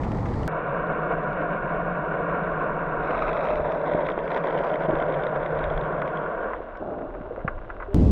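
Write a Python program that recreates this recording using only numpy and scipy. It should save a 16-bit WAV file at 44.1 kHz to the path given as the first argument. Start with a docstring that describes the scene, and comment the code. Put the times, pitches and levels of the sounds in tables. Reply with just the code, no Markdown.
"""Wind buffets a camera's microphone on a yacht's deck while a swimmer splashes beside the boat.
With a click we are under water, above an anchor ploughing through sea grass, all muffled by the
waterproof case. The boat drones in a dense wash of collapsing bubbles; midway the anchor sticks and
slips, crunching grit and cracking shells. The wash dies away to sloshes and knocks on the case.
Another click, and a harder gust hits the microphone on deck."""
import sys
import numpy as np
from scipy import signal
from scipy.fft import rfft, irfft, next_fast_len
from scipy.io import wavfile
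from scipy.ndimage import uniform_filter1d

SR = 44100
rng = np.random.default_rng(int(sys.argv[2]) if len(sys.argv) > 2 else 0)


def unload_wav(signal):
    """Save mono or channel-first audio to the path in sys.argv[1] as 16-bit WAV at rate SR, clipped to [-1, 1]."""
    wavfile.write(
        sys.argv[1],
        SR,
        np.round(np.clip(np.atleast_2d(signal).T, -1, 1) * 32767).astype(np.int16),
    )


N = 357649
TIME = np.arange(N) / SR
DIVE_S, SURFACE_S = .478, 7.945
WALL_HZ = 3700  # the case wall shuts out the ring of grit and shells above this
SPURT_RISE_S = .0029


def undb(db):
    """Decibels to gain."""
    return 10 ** (np.asarray(db) / 20)


def unit(x):
    """Scale to rms 1."""
    return x / np.sqrt(np.mean(x ** 2))


def gain(table):
    """Gain along a (time [s], level [dB]) curve, held beyond its ends."""
    return undb(np.interp(TIME, *np.transpose(table)))


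def ramp(s, rise_s):
    """Rise from 0 to 1, starting at time s."""
    return np.clip((TIME - s) / rise_s, 0, 1)


def burst(s, attack_s, hold_s, decay_s):
    """Envelope that rises from time s, holds at 1 and dies away."""
    return ramp(s, attack_s) * np.exp(-np.clip((TIME - s - attack_s - hold_s) / decay_s, 0, 20))


def spurts(events, decay_s):
    """Envelope that leaps at each (time [s], level [dB]) event and dies away."""
    kicks = np.zeros(N)
    for s, db in events:
        kicks[int(s * SR)] += undb(db)
    rise = np.hanning(int(SPURT_RISE_S * SR))
    return signal.lfilter(rise / rise.sum(), [1, -np.exp(-1 / (decay_s * SR))], kicks + 1e-18)


def walk(rate):
    """Smooth random wander with spread 1."""
    step = max(int(SR / rate), 1)
    return unit(uniform_filter1d(np.repeat(rng.standard_normal(N // step + 1), step), step)[:N])


def pops(rate, spread_db):
    """Random impulses, so many a second, of varying size."""
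    hit = rng.random(N) < rate / SR
    size = undb(spread_db * np.clip(rng.standard_normal(N), -2.5, 2.5))
    return hit * size * rng.choice([-1, 1], N)


def colour(x, points):
    """Causal filter through (frequency [Hz], level [dB]) points, falling steeply past the ends; rms 1."""
    size = next_fast_len(N + SR, True)
    size += size % 2
    hz, db = np.transpose(points)
    octave = np.log2(np.maximum(np.fft.rfftfreq(size, 1 / SR), 1))
    beyond = np.abs(octave - np.clip(octave, np.log2(hz[0]), np.log2(hz[-1])))
    log_gain = np.log(undb(np.interp(octave, np.log2(hz), db) - 36 * np.minimum(beyond, 2)))
    cepstrum = irfft(log_gain)
    cepstrum[1:size // 2] *= 2  # fold to minimum phase
    cepstrum[size // 2 + 1:] = 0
    return unit(irfft(rfft(x, size) * np.exp(rfft(cepstrum)), size)[:N])


def muffle(x, hz, order=4):
    """Shut out the treble above hz."""
    return signal.sosfilt(signal.butter(order, hz, fs=SR, output="sos"), x)


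def resonate(x, modes):
    """Sum of resonances (frequency [Hz], width [Hz], level [dB]), each filtering twice."""
    out = 0
    for hz, width, db in modes:
        b, a = signal.iirpeak(hz, hz / width, fs=SR)
        out = out + undb(db) * signal.lfilter(b, a, signal.lfilter(b, a, x))
    return out


def ringing(drive, pitch, width_hz):
    """A narrow resonance that follows a (time [s], pitch [Hz]) curve; rms 1."""
    turn = np.exp(2j * np.pi * np.cumsum(np.interp(TIME, *np.transpose(pitch))) / SR)
    return unit((muffle(drive / turn, width_hz / 2, order=2) * turn).real)


def steady(x, span_s, slack):
    """Even out swings in level, less so with more slack; rms 1."""
    return unit(x / np.sqrt(uniform_filter1d(x ** 2, int(span_s * SR)) + slack))


def place(out, s, peak_db, sound):
    """Add a short sound to out at time s, scaled to the given peak."""
    span = out[int(s * SR):][:len(sound)]
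    span += undb(peak_db) * sound[:len(span)] / np.abs(sound).max()


def strike(events, modes, top_hz, rise_s):
    """Noisy taps (time [s], peak [dB], t60 [s]) ring the modes, dulled above top_hz."""
    out = np.zeros(N)
    age = np.arange(SR // 5) / SR
    for s, db, t60 in events:
        scrape = rng.standard_normal(len(age)) * np.minimum(age / rise_s, 1) * undb(-60 * age / t60)
        place(out, s, db, muffle(resonate(scrape, modes), top_hz))
    return out


# Breeze, then gust, right on the microphone: (frequency [Hz], level [dB])
BREEZE_COLOUR = [(20, -10.5), (64, -7.5), (120, -8), (206, -12.5), (412, -19.5), (490, -18.5), (608, -21.5),
                 (860, -21), (1320, -30.5), (1550, -41.5), (1870, -36.5), (2350, -44.5), (2640, -59)]
GUST_COLOUR = [(20, -1), (35, -10), (52, 4), (78, 4), (100, 0.5), (130, -5.5), (206, -2), (285, -8.5),
               (480, -17.5), (640, -23), (900, -30.5), (1250, -40), (1600, -46.5), (2500, -51)]
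# The open sea, from the deck: (frequency [Hz], level [dB])
SEA_HISS = [(2600, 0), (3500, -0.5), (4500, -2), (5500, -6), (7000, -9), (8500, -14), (10000, -21),
            (12000, -34), (15000, -50)]

def wind(spectrum, eddies_db, sea_db):
    """Eddies buffet the microphone port without a break, over the hiss and spatter of the sea."""
    eddies = steady(colour(rng.standard_normal(N), spectrum), span_s=.03, slack=.3)
    spatter = rng.standard_normal(N) + .8 * unit(pops(rate=420, spread_db=4))
    hiss = colour(spatter * undb(.41 * walk(61)), SEA_HISS)
    return undb(eddies_db) * eddies + undb(sea_db) * hiss


# Strokes beside the boat, from the deck: (time [s], peak [dB], t60 [s])
SPATTERS = [(.033, -31.5, .11), (.117, -34, .04), (.147, -37, .02), (.184, -35, .04), (.256, -34, .05),
            (.286, -36, 0.022), (.338, -34, .025), (.431, -33, .025)]
# Ring of the spatters and the spray: (frequency [Hz], width [Hz], level [dB])
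SPATTER_MODES = [(1610, 1100, 8), (4350, 2400, -19)]
SPRAY_MODES = [(4500, 1300, 3), (7300, 2000, -7)]

def swimmer():
    """A swimmer beside the boat throws up separate spatters, then a bright spray."""
    spray = ramp(.28, rise_s=.08) * unit(resonate(pops(rate=2800, spread_db=3), SPRAY_MODES))
    return strike(SPATTERS, SPATTER_MODES, top_hz=8050, rise_s=.0005) + undb(-65) * spray


def clicks():
    """A sharp click marks each change of place."""
    return undb(-17.5) * sum(burst(s, 1 / SR, hold_s=0, decay_s=.000091) for s in (DIVE_S, SURFACE_S))


# Bubbles under water, giving way as the anchor bites, then dying quickly: (time [s], level [dB])
WASH_LEVEL = [(0.5, -28), (3.0, -27.5), (3.6, -35), (5.2, -32), (6.15, -30), (6.52, -32.5), (6.6, -41),
              (7.2, -48), (7.93, -49.5)]
# Their body and their fizz, through the case: (frequency [Hz], level [dB])
WASH_COLOUR = [(120, -36), (186, -9), (212, -2.5), (259, -13), (294, -3), (385, -6.5), (449, 1), (707, 1),
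               (741, 0.5), (832, -21), (934, -2.5), (1130, -1), (1270, -9.5), (1410, -1), (1560, -4.5),
               (2000, -30), (2600, -65.5), (4400, -120)]
FIZZ_COLOUR = [(1120, -33.5), (1900, 1), (2020, -12), (2200, 0.5), (2480, -7.5), (2680, -7), (2930, -13),
               (3120, -22.5), (3500, -25), (4550, -48.5), (7700, -120)]

def wash():
    """Thousands of bubbles collapse each second in uneven surges; knocks shake more of them loose."""
    body = colour(pops(rate=7000, spread_db=2), WASH_COLOUR)
    fizz = colour(pops(rate=4300, spread_db=2), FIZZ_COLOUR) * undb(.73 * walk(50))
    fizz_gain = undb(-20.5 - 3.5 * ramp(5.82, rise_s=.18))  # the smallest bubbles thin out first
    flow = gain(WASH_LEVEL) * undb(.9 * walk(14) + .96 * walk(45))
    shaken = spurts([(s, db - 15.5) for s, db, _ in KNOCKS], decay_s=.027)
    return np.hypot(flow, shaken) * (body + fizz_gain * fizz)


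# The boat, from under water: (time [s], level [dB])
DRONE_LEVEL = [(0.5, -34.5), (2.85, -33.5), (3.0, -39), (4.5, -37.5), (6.1, -35.5), (6.25, -40.5),
               (6.7, -71.5)]
# Its main tone: (time [s], pitch [Hz])
DRONE_PITCH = [(0.499, 155), (1.101, 165), (2.798, 167.9), (3.1, 160), (4.601, 164.6), (5.301, 155.5),
               (6.299, 160)]

def drone(undertone_hz=153):
    """The boat hums: a wavering tone beats against a weaker steady one, over a little churning."""
    hum = steady(ringing(rng.standard_normal(N), DRONE_PITCH, width_hz=22), span_s=.09, slack=.2)
    under = steady(ringing(rng.standard_normal(N), [(0, undertone_hz)], width_hz=7), span_s=.1, slack=.6)
    churn = ringing(rng.standard_normal(N), DRONE_PITCH, width_hz=93)
    level = gain(DRONE_LEVEL) * undb(walk(17))
    return level * (undb(-2.5) * hum + undb(-11) * under + undb(-13.5) * churn)


# Water pressure right on the case: (time [s], level [dB])
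SWAY_LEVEL = [(0.5, -43), (3.3, -41.5), (4.7, -48), (6.2, -44.5), (7.2, -42.5), (7.9, -38)]
# Swells on top of it: (centre time [s], length [s], level [dB])
SWELLS = [(3.13, 0.15, -43), (3.6, 0.12, -37), (4.956, 0.065, -38), (5.698, 0.26, -30.5),
          (7.524, 0.22, -41.5)]
# Their rumble at the microphone: (frequency [Hz], level [dB])
SWAY_COLOUR = [(12, -10.5), (20, -0.5), (30, -0.5), (42, 0), (58, -10), (85, -12), (125, -19.5)]

def sway():
    """Moving water presses slowly on the case, harder with each swell."""
    swells = sum(undb(db) * np.exp(-np.minimum((2 * (TIME - s) / length) ** 2, 20))
                 for s, length, db in SWELLS)
    return (gain(SWAY_LEVEL) + swells) * colour(rng.standard_normal(N), SWAY_COLOUR)


# Crackle of the sea bed below the microphone: (frequency [Hz], level [dB])
CRACKLE_COLOUR = [(1200, 7), (2300, -10), (2750, 2.5), (3100, -10), (3500, -6.5), (3950, -12),
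                  (4400, -20.5), (6300, -27.5), (8000, -45.5)]
# Lone ticks down there: (time [s], peak [dB], t60 [s])
TICKS = [(.55, -58, .01), (.87, -54, .008), (1.235, -55, .008), (1.33, -52.5, .01)]
# Their ring: (frequency [Hz], width [Hz], level [dB])
TICK_MODES = [(3580, 900, 0.5), (6200, 1500, -15)]

def sea_bed():
    """The sea bed crackles faintly: near snaps and lone ticks stand out from a distant blur."""
    near = .45 * unit(pops(rate=90, spread_db=4))
    distant = .97 * rng.standard_normal(N)
    ticks = strike(TICKS, TICK_MODES, top_hz=7000, rise_s=.0003)
    return undb(-64.5) * colour(near + distant, CRACKLE_COLOUR) + ticks


# Large bubbles, heard under water: (time [s], peak [dB], pitch [Hz], 60 dB decay [cycles])
GULPS = [(1.032, -20.5, 1185, 41), (1.122, -17, 683, 43), (3.597, -13, 484, 4.8), (3.600, -29, 48.3, 3.7),
         (4.884, -20, 358, 16), (4.880, -24, 166, 18), (4.930, -18.5, 319, 24), (5.369, -38, 198, 6),
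         (5.823, -25, 154, 28), (6.605, -24, 470, 11), (6.826, -26, 640, 10), (6.879, -28, 517, 10),
         (7.148, -32, 620, 28), (7.208, -27, 221, 4.4), (7.308, -24.5, 478, 43), (7.378, -21.5, 520, 21),
         (7.447, -19, 155, 5.1), (7.450, -23.5, 507, 8.9), (7.472, -26.5, 86.4, 3), (7.882, -31, 398, 240)]

def gulps(glide=.04, attack_cycles=.25):
    """Each large bubble rings briefly, rising a little in pitch."""
    out = np.zeros(N + SR)
    age = np.arange(SR // 4) / SR
    for s, db, hz, cycles in GULPS:
        life = age * hz / cycles
        shape = (1 - np.exp(-age * hz / attack_cycles)) ** 2 * undb(-60 * life)
        tone = np.sin(2 * np.pi * hz * age * (1 + glide * life))
        out[int(s * SR):int(s * SR) + len(age)] += undb(db) * shape / shape.max() * tone
    return out[:N]


# How hard the anchor ploughs below the microphone; drives crunch, grit and sand: (time [s], level [dB])
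PULL = [(2.8, -38.5), (3.2, -27.5), (3.65, -26), (4.3, -24), (5.0, -27), (5.7, -28.5), (6.5, -35.5),
        (6.75, -47)]
# Its crunch, through the case: (frequency [Hz], level [dB])
CRUNCH_COLOUR = [(130, -54), (220, -11.5), (305, -10), (463, -2), (595, -1.5), (724, -6), (853, -11),
                 (973, -3.5), (1250, -25), (1520, -14), (1900, -21), (2230, -27), (2520, -40), (3000, -61),
                 (3900, -70), (6600, -120)]
# Its hollow ring, sinking as it digs in: (time [s], pitch [Hz])
RING_PITCH = [(3.15, 612), (3.55, 608), (3.72, 598), (3.9, 590), (3.98, 599), (4.1, 547), (4.3, 578),
              (4.55, 577), (4.7, 611), (4.92, 611), (5.07, 568), (5.8, 606), (6.6, 574)]
# Strength of that ring: (time [s], level [dB])
RING_LEVEL = [(2.9, -50), (3.2, -33.5), (3.6, -33), (4.5, -38), (4.95, -31), (5.3, -34), (5.8, -35),
              (6.4, -40), (6.75, -50)]
# Stretches of even sliding: (time [s], hold [s], level [dB])
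SLIDES = [(3.16, 0.34, -34), (3.493, 0.46, -31), (4.657, 0.076, -31.5), (4.87, 0.027, -26),
          (5.02, 0.045, -29.5)]

def anchor(fade_s=.025):
    """Each slip through the sand gives a dull crunch and a hollow ring; even sliding makes it hum."""
    jerks = undb(1.2 * walk(45))
    slips = unit(pops(rate=2200, spread_db=2.5) * jerks)
    crunch = gain(PULL) * undb(-4) * colour(slips, CRUNCH_COLOUR)
    ring = gain(RING_LEVEL) * steady(ringing(slips, RING_PITCH, width_hz=169), span_s=.027, slack=.5)
    sliding = sum(undb(db) * burst(s, fade_s, hold, fade_s) for s, hold, db in SLIDES)
    hum = steady(ringing(rng.standard_normal(N), RING_PITCH, width_hz=29), span_s=.03, slack=.08)
    return stick_slip() * (crunch + ring + grit(jerks) + grass_and_sand()) + sliding * hum


# Grit under the flukes, through the case: (frequency [Hz], level [dB])
GRIT_COLOUR = [(1000, -34), (1700, -1.5), (1880, 1.5), (2200, -0.5), (2450, -12.5), (2800, -14),
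               (3000, -31.5)]
# Its bright ring, shifting with their bite: (time [s], pitch [Hz])
GRIT_PITCH = [(3.1, 3660), (3.9, 3580), (4.3, 3315), (4.7, 3170), (5.1, 3320), (5.5, 3505), (6.2, 3200)]

def grit(jerks):
    """Grains crack in rounded clusters under the flukes."""
    clusters = undb(3.8 * np.clip(walk(130), -2, 1.6))
    grains = unit(pops(rate=1100, spread_db=3.2) * jerks * clusters)
    bright = muffle(ringing(grains, GRIT_PITCH, width_hz=680), WALL_HZ, order=10)
    return gain(PULL) * (undb(-25) * colour(grains, GRIT_COLOUR) + undb(-32) * bright)


# Flukes dragged through the grass below: (time [s], hold [s], rasp level [dB], sand level [dB])
RASPS = [(2.965, 0.34, -33, -78.5), (4.169, 0.3, -45.5, -78)]
# Grass and fine sand, as they reach the microphone: (frequency [Hz], level [dB])
RASP_COLOUR = [(850, 1), (1050, 5), (1300, 7), (1650, -28), (2100, -10.5), (2600, -8.5), (3100, -43.5),
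               (3800, -22), (4000, -25.5), (4400, -45)]
SAND_COLOUR = [(3800, -4), (4030, 2), (4300, -7), (4700, 1.5), (5200, -2.5), (5650, -1.5), (6200, -10),
               (6650, -7.5), (7500, -22.5), (8150, -11.5), (9000, -25.5), (10500, -37.5)]
# The sand's thin ring, sinking as the flukes bury themselves: (time [s], pitch [Hz])
SAND_PITCH = [(3.1, 5390), (3.55, 5560), (3.95, 5130), (4.4, 4640), (5.0, 4860), (6.2, 4990)]

def grass_and_sand():
    """Grass rasps in coarse tugs and stirs up more of the sand that hisses round the flukes."""
    clusters = undb(3 * np.clip(walk(170), -2, 1.6))
    tugs = 1.1 * unit(pops(rate=750, spread_db=4) * clusters)
    rasp_gain, sand_gain = 0, undb(-57) * gain(PULL)
    for s, hold, rasp_db, sand_db in RASPS:
        drag = burst(s, attack_s=.21, hold_s=hold, decay_s=.19)
        rasp_gain += undb(rasp_db) * drag
        sand_gain += undb(sand_db) * drag
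    hiss = undb(-2.5) * colour(tugs, SAND_COLOUR) + undb(-6.5) * ringing(tugs, SAND_PITCH, width_hz=480)
    return rasp_gain * colour(tugs, RASP_COLOUR) + sand_gain * hiss


# Shells crushed under the anchor, levels before each part's trim:
# (time [s], ring peak [dB], ring pitch [Hz], crack peak [dB], puff level [dB])
SNAPS = [(3.1058, -37, 2900, -42, -65), (3.1896, -40, 3690, -32.5, -68), (3.28, -43, 3190, -33, -66),
         (3.3284, -38, 3450, -36, -67), (3.3712, -40, 3170, -37, -67), (3.4396, -45, 3770, -38, -65),
         (3.454, -42, 3700, -37, -63), (3.4685, -40, 3710, -35, -66), (3.4848, -39, 3030, -32, -70),
         (3.5548, -42, 3440, -35, -64.5), (3.7184, -40, 3610, -36, -64), (3.8781, -44, 3380, -40, -72),
         (3.9335, -42, 3480, -35, -67.5), (4.0046, -44, 3570, -41, -73), (4.066, -42, 3640, -35, -65),
         (4.0861, -37, 3410, -30, -64), (4.0994, -39, 3410, -41, -66), (4.1164, -38, 3100, -42, -68),
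         (4.1879, -40, 3160, -38, -77), (4.2765, -42, 3200, -37, -70), (4.3036, -42, 3130, -38, -69),
         (4.3151, -38, 3410, -34, -69), (4.344, -37, 3340, -39, -65), (4.3622, -43, 3290, -33, -63),
         (4.3703, -38, 3150, -32, -61), (4.3764, -42, 3460, -36, -67), (4.4383, -41, 3130, -39, -69),
         (4.4697, -39, 3360, -36, -66), (4.5747, -36, 3180, -38, -68), (4.5874, -35, 3240, -36, -67),
         (4.6359, -42, 3210, -37, -68), (4.7383, -34, 3130, -35, -68), (4.7558, -43, 3080, -33, -67),
         (4.8204, -44, 3130, -37, -73), (4.9526, -40, 3330, -39, -69), (4.9851, -41, 3090, -41, -70),
         (4.999, -38, 3070, -38, -70), (5.0222, -41, 3210, -35, -70), (5.1223, -43, 3600, -42, -72),
         (5.1412, -41, 3200, -37, -72), (5.234, -36, 3360, -36, -70), (5.2667, -35.5, 3600, -34, -70),
         (5.46, -41, 3290, -35, -70), (5.5892, -41.5, 3820, -38, -75), (5.6388, -34.5, 3430, -33, -67),
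         (5.6994, -39, 3130, -41, -76), (5.7758, -36, 3270, -38, -70), (5.8102, -41, 3450, -42, -74),
         (6.0162, -40, 3120, -33, -68), (6.0761, -41, 3190, -37, -68), (6.1707, -35, 3180, -40, -71),
         (6.77, -50, 3290, -54, -68)]

def shells(crack_hz=2000, width_hz=680, rise_s=.001):
    """Each shell breaks with one sharp fracture: a bright ring, a crack and a puff of sand."""
    out = np.zeros(N)
    age = np.arange(SR // 16) / SR
    for s, ring_db, ring_hz, crack_db, _ in SNAPS:
        fracture = rng.standard_normal(len(age)) * age * np.exp(-age / rise_s)
        for hz, db in (ring_hz, ring_db - 1), (crack_hz, crack_db + 6):
            place(out, s, db, muffle(resonate(fracture, [(hz, width_hz, 0)]), WALL_HZ, order=10))
    puffs = spurts([(s, db + 3.5) for s, *_, db in SNAPS], decay_s=.0035)
    return out + puffs * colour(rng.standard_normal(N), SAND_COLOUR)


# The anchor sticking in the sea bed: (release time [s], stall length [s], depth [dB])
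STALLS = [(3.645, 0.1, -4), (3.826, 0.061, -2), (4.177, 0.047, -10.5), (4.239, 0.063, -4),
          (4.305, 0.064, -5.5), (4.436, 0.052, -8), (4.524, 0.016, -3), (4.799, 0.052, -5),
          (4.858, 0.024, -0.5), (4.884, 0.025, -9), (5.063, 0.015, -4)]

def stick_slip(lurch_db=-14.5):
    """Gain of the anchor's motion: it sinks during each stall and leaps back with a lurch."""
    stuck_db = sum(db * ramp(s - length, length / 2) * (TIME < s) for s, length, db in STALLS)
    lurch = spurts([(s, lurch_db) for s, _, _ in STALLS], decay_s=.011)
    return uniform_filter1d(undb(stuck_db), int(SPURT_RISE_S * SR)) + lurch


# Bumps right on the case: (time [s], peak [dB])
THUMPS = [(3.947, -12), (4.886, -23), (4.901, -16.5), (4.935, -16)]
# Its low ring, from inside: (frequency [Hz], width [Hz], level [dB])
THUMP_MODES = [(170, 230, -2), (307, 260, -1)]

def thumps():
    """Soft, heavy bumps shake the whole case for a few cycles."""
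    out = np.zeros(N)
    thud = muffle(resonate(signal.unit_impulse(SR // 10), THUMP_MODES), hz=620)
    for s, db in THUMPS:
        place(out, s, db, thud)
    return out


# Knocks on the case, close to the microphone: (time [s], peak [dB], t60 [s])
KNOCKS = [(4.087, -20, 0.037), (5.357, -23, 0.065), (6.018, -20.5, 0.029), (6.258, -26.5, 0.041),
          (6.532, -20, 0.038), (6.686, -40, 0.026), (6.752, -29.5, 0.026), (7.148, -29.5, 0.028),
          (7.388, -34, 0.04), (7.477, -16, 0.032), (7.699, -23, 0.028), (7.799, -27.5, 0.077),
          (7.821, -24, 0.06)]
# The case's modes: (frequency [Hz], width [Hz], level [dB])
CASE_MODES = [(650, 570, -8), (1100, 640, 20.5), (1390, 280, 10), (1940, 150, 7), (2700, 120, -24)]

def knocks():
    """Short scraping taps ring the case, dulled by its wall."""
    return strike(KNOCKS, CASE_MODES, top_hz=2300, rise_s=.003)


# Sloshes close round the case: (time [s], hold [s], level [dB])
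SLOSHES = [(6.552, 0.049, -40), (6.791, 0.22, -32), (7.12, .01, -38.5), (7.226, 0.26, -41),
           (7.914, .02, -40)]
# Their colour from inside: (frequency [Hz], level [dB])
SLOSH_COLOUR = [(53, -26), (90, -16), (155, -11), (225, -10), (347, -3.5), (549, -9), (597, -1),
                (1070, -21.5), (1540, -25.5), (1840, -63), (2500, -59.5), (3250, -80), (5500, -120)]

def sloshes(attack_s=.023, decay_s=.064, lapping_from_s=6.8):
    """Water sloshes round the case and laps gently in between."""
    sloshing = sum(undb(db) * burst(s, attack_s, hold, decay_s) for s, hold, db in SLOSHES)
    lapping = undb(-45) * ramp(lapping_from_s, attack_s)
    churn = pops(rate=2200, spread_db=1.5) * undb(1.2 * walk(110))
    return np.hypot(sloshing, lapping) * colour(churn, SLOSH_COLOUR)


def trickle(from_s=6.6):
    """Single small bubbles tap the case as the wash dies."""
    taps = unit(muffle(resonate(pops(rate=48, spread_db=3.5), CASE_MODES), hz=2800))
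    return undb(-51.5) * ramp(from_s, rise_s=.023) * taps


def scene(switch_s=.001):
    """One microphone, changing place abruptly: on deck, under water above the anchor, on deck again."""
    breeze = wind(BREEZE_COLOUR, eddies_db=-26, sea_db=-61) + swimmer()
    below = wash() + drone() + sway() + sea_bed() + gulps() + anchor() + shells()
    on_case = thumps() + knocks() + sloshes() + trickle()
    gust = wind(GUST_COLOUR, eddies_db=-15.5, sea_db=-57)
    dived, surfaced = (ramp(s - switch_s / 2, switch_s) for s in (DIVE_S, SURFACE_S))
    return ((1 - dived) * breeze + (dived - surfaced) * (below + on_case) + surfaced * gust + clicks())[None]


def record(dry):
    """The camera cuts the treble above 15.8 kHz."""
    return signal.sosfilt(signal.ellip(8, .2, 80, 15800, fs=SR, output="sos"), dry)


dry = scene()
out = record(dry)
unload_wav(out)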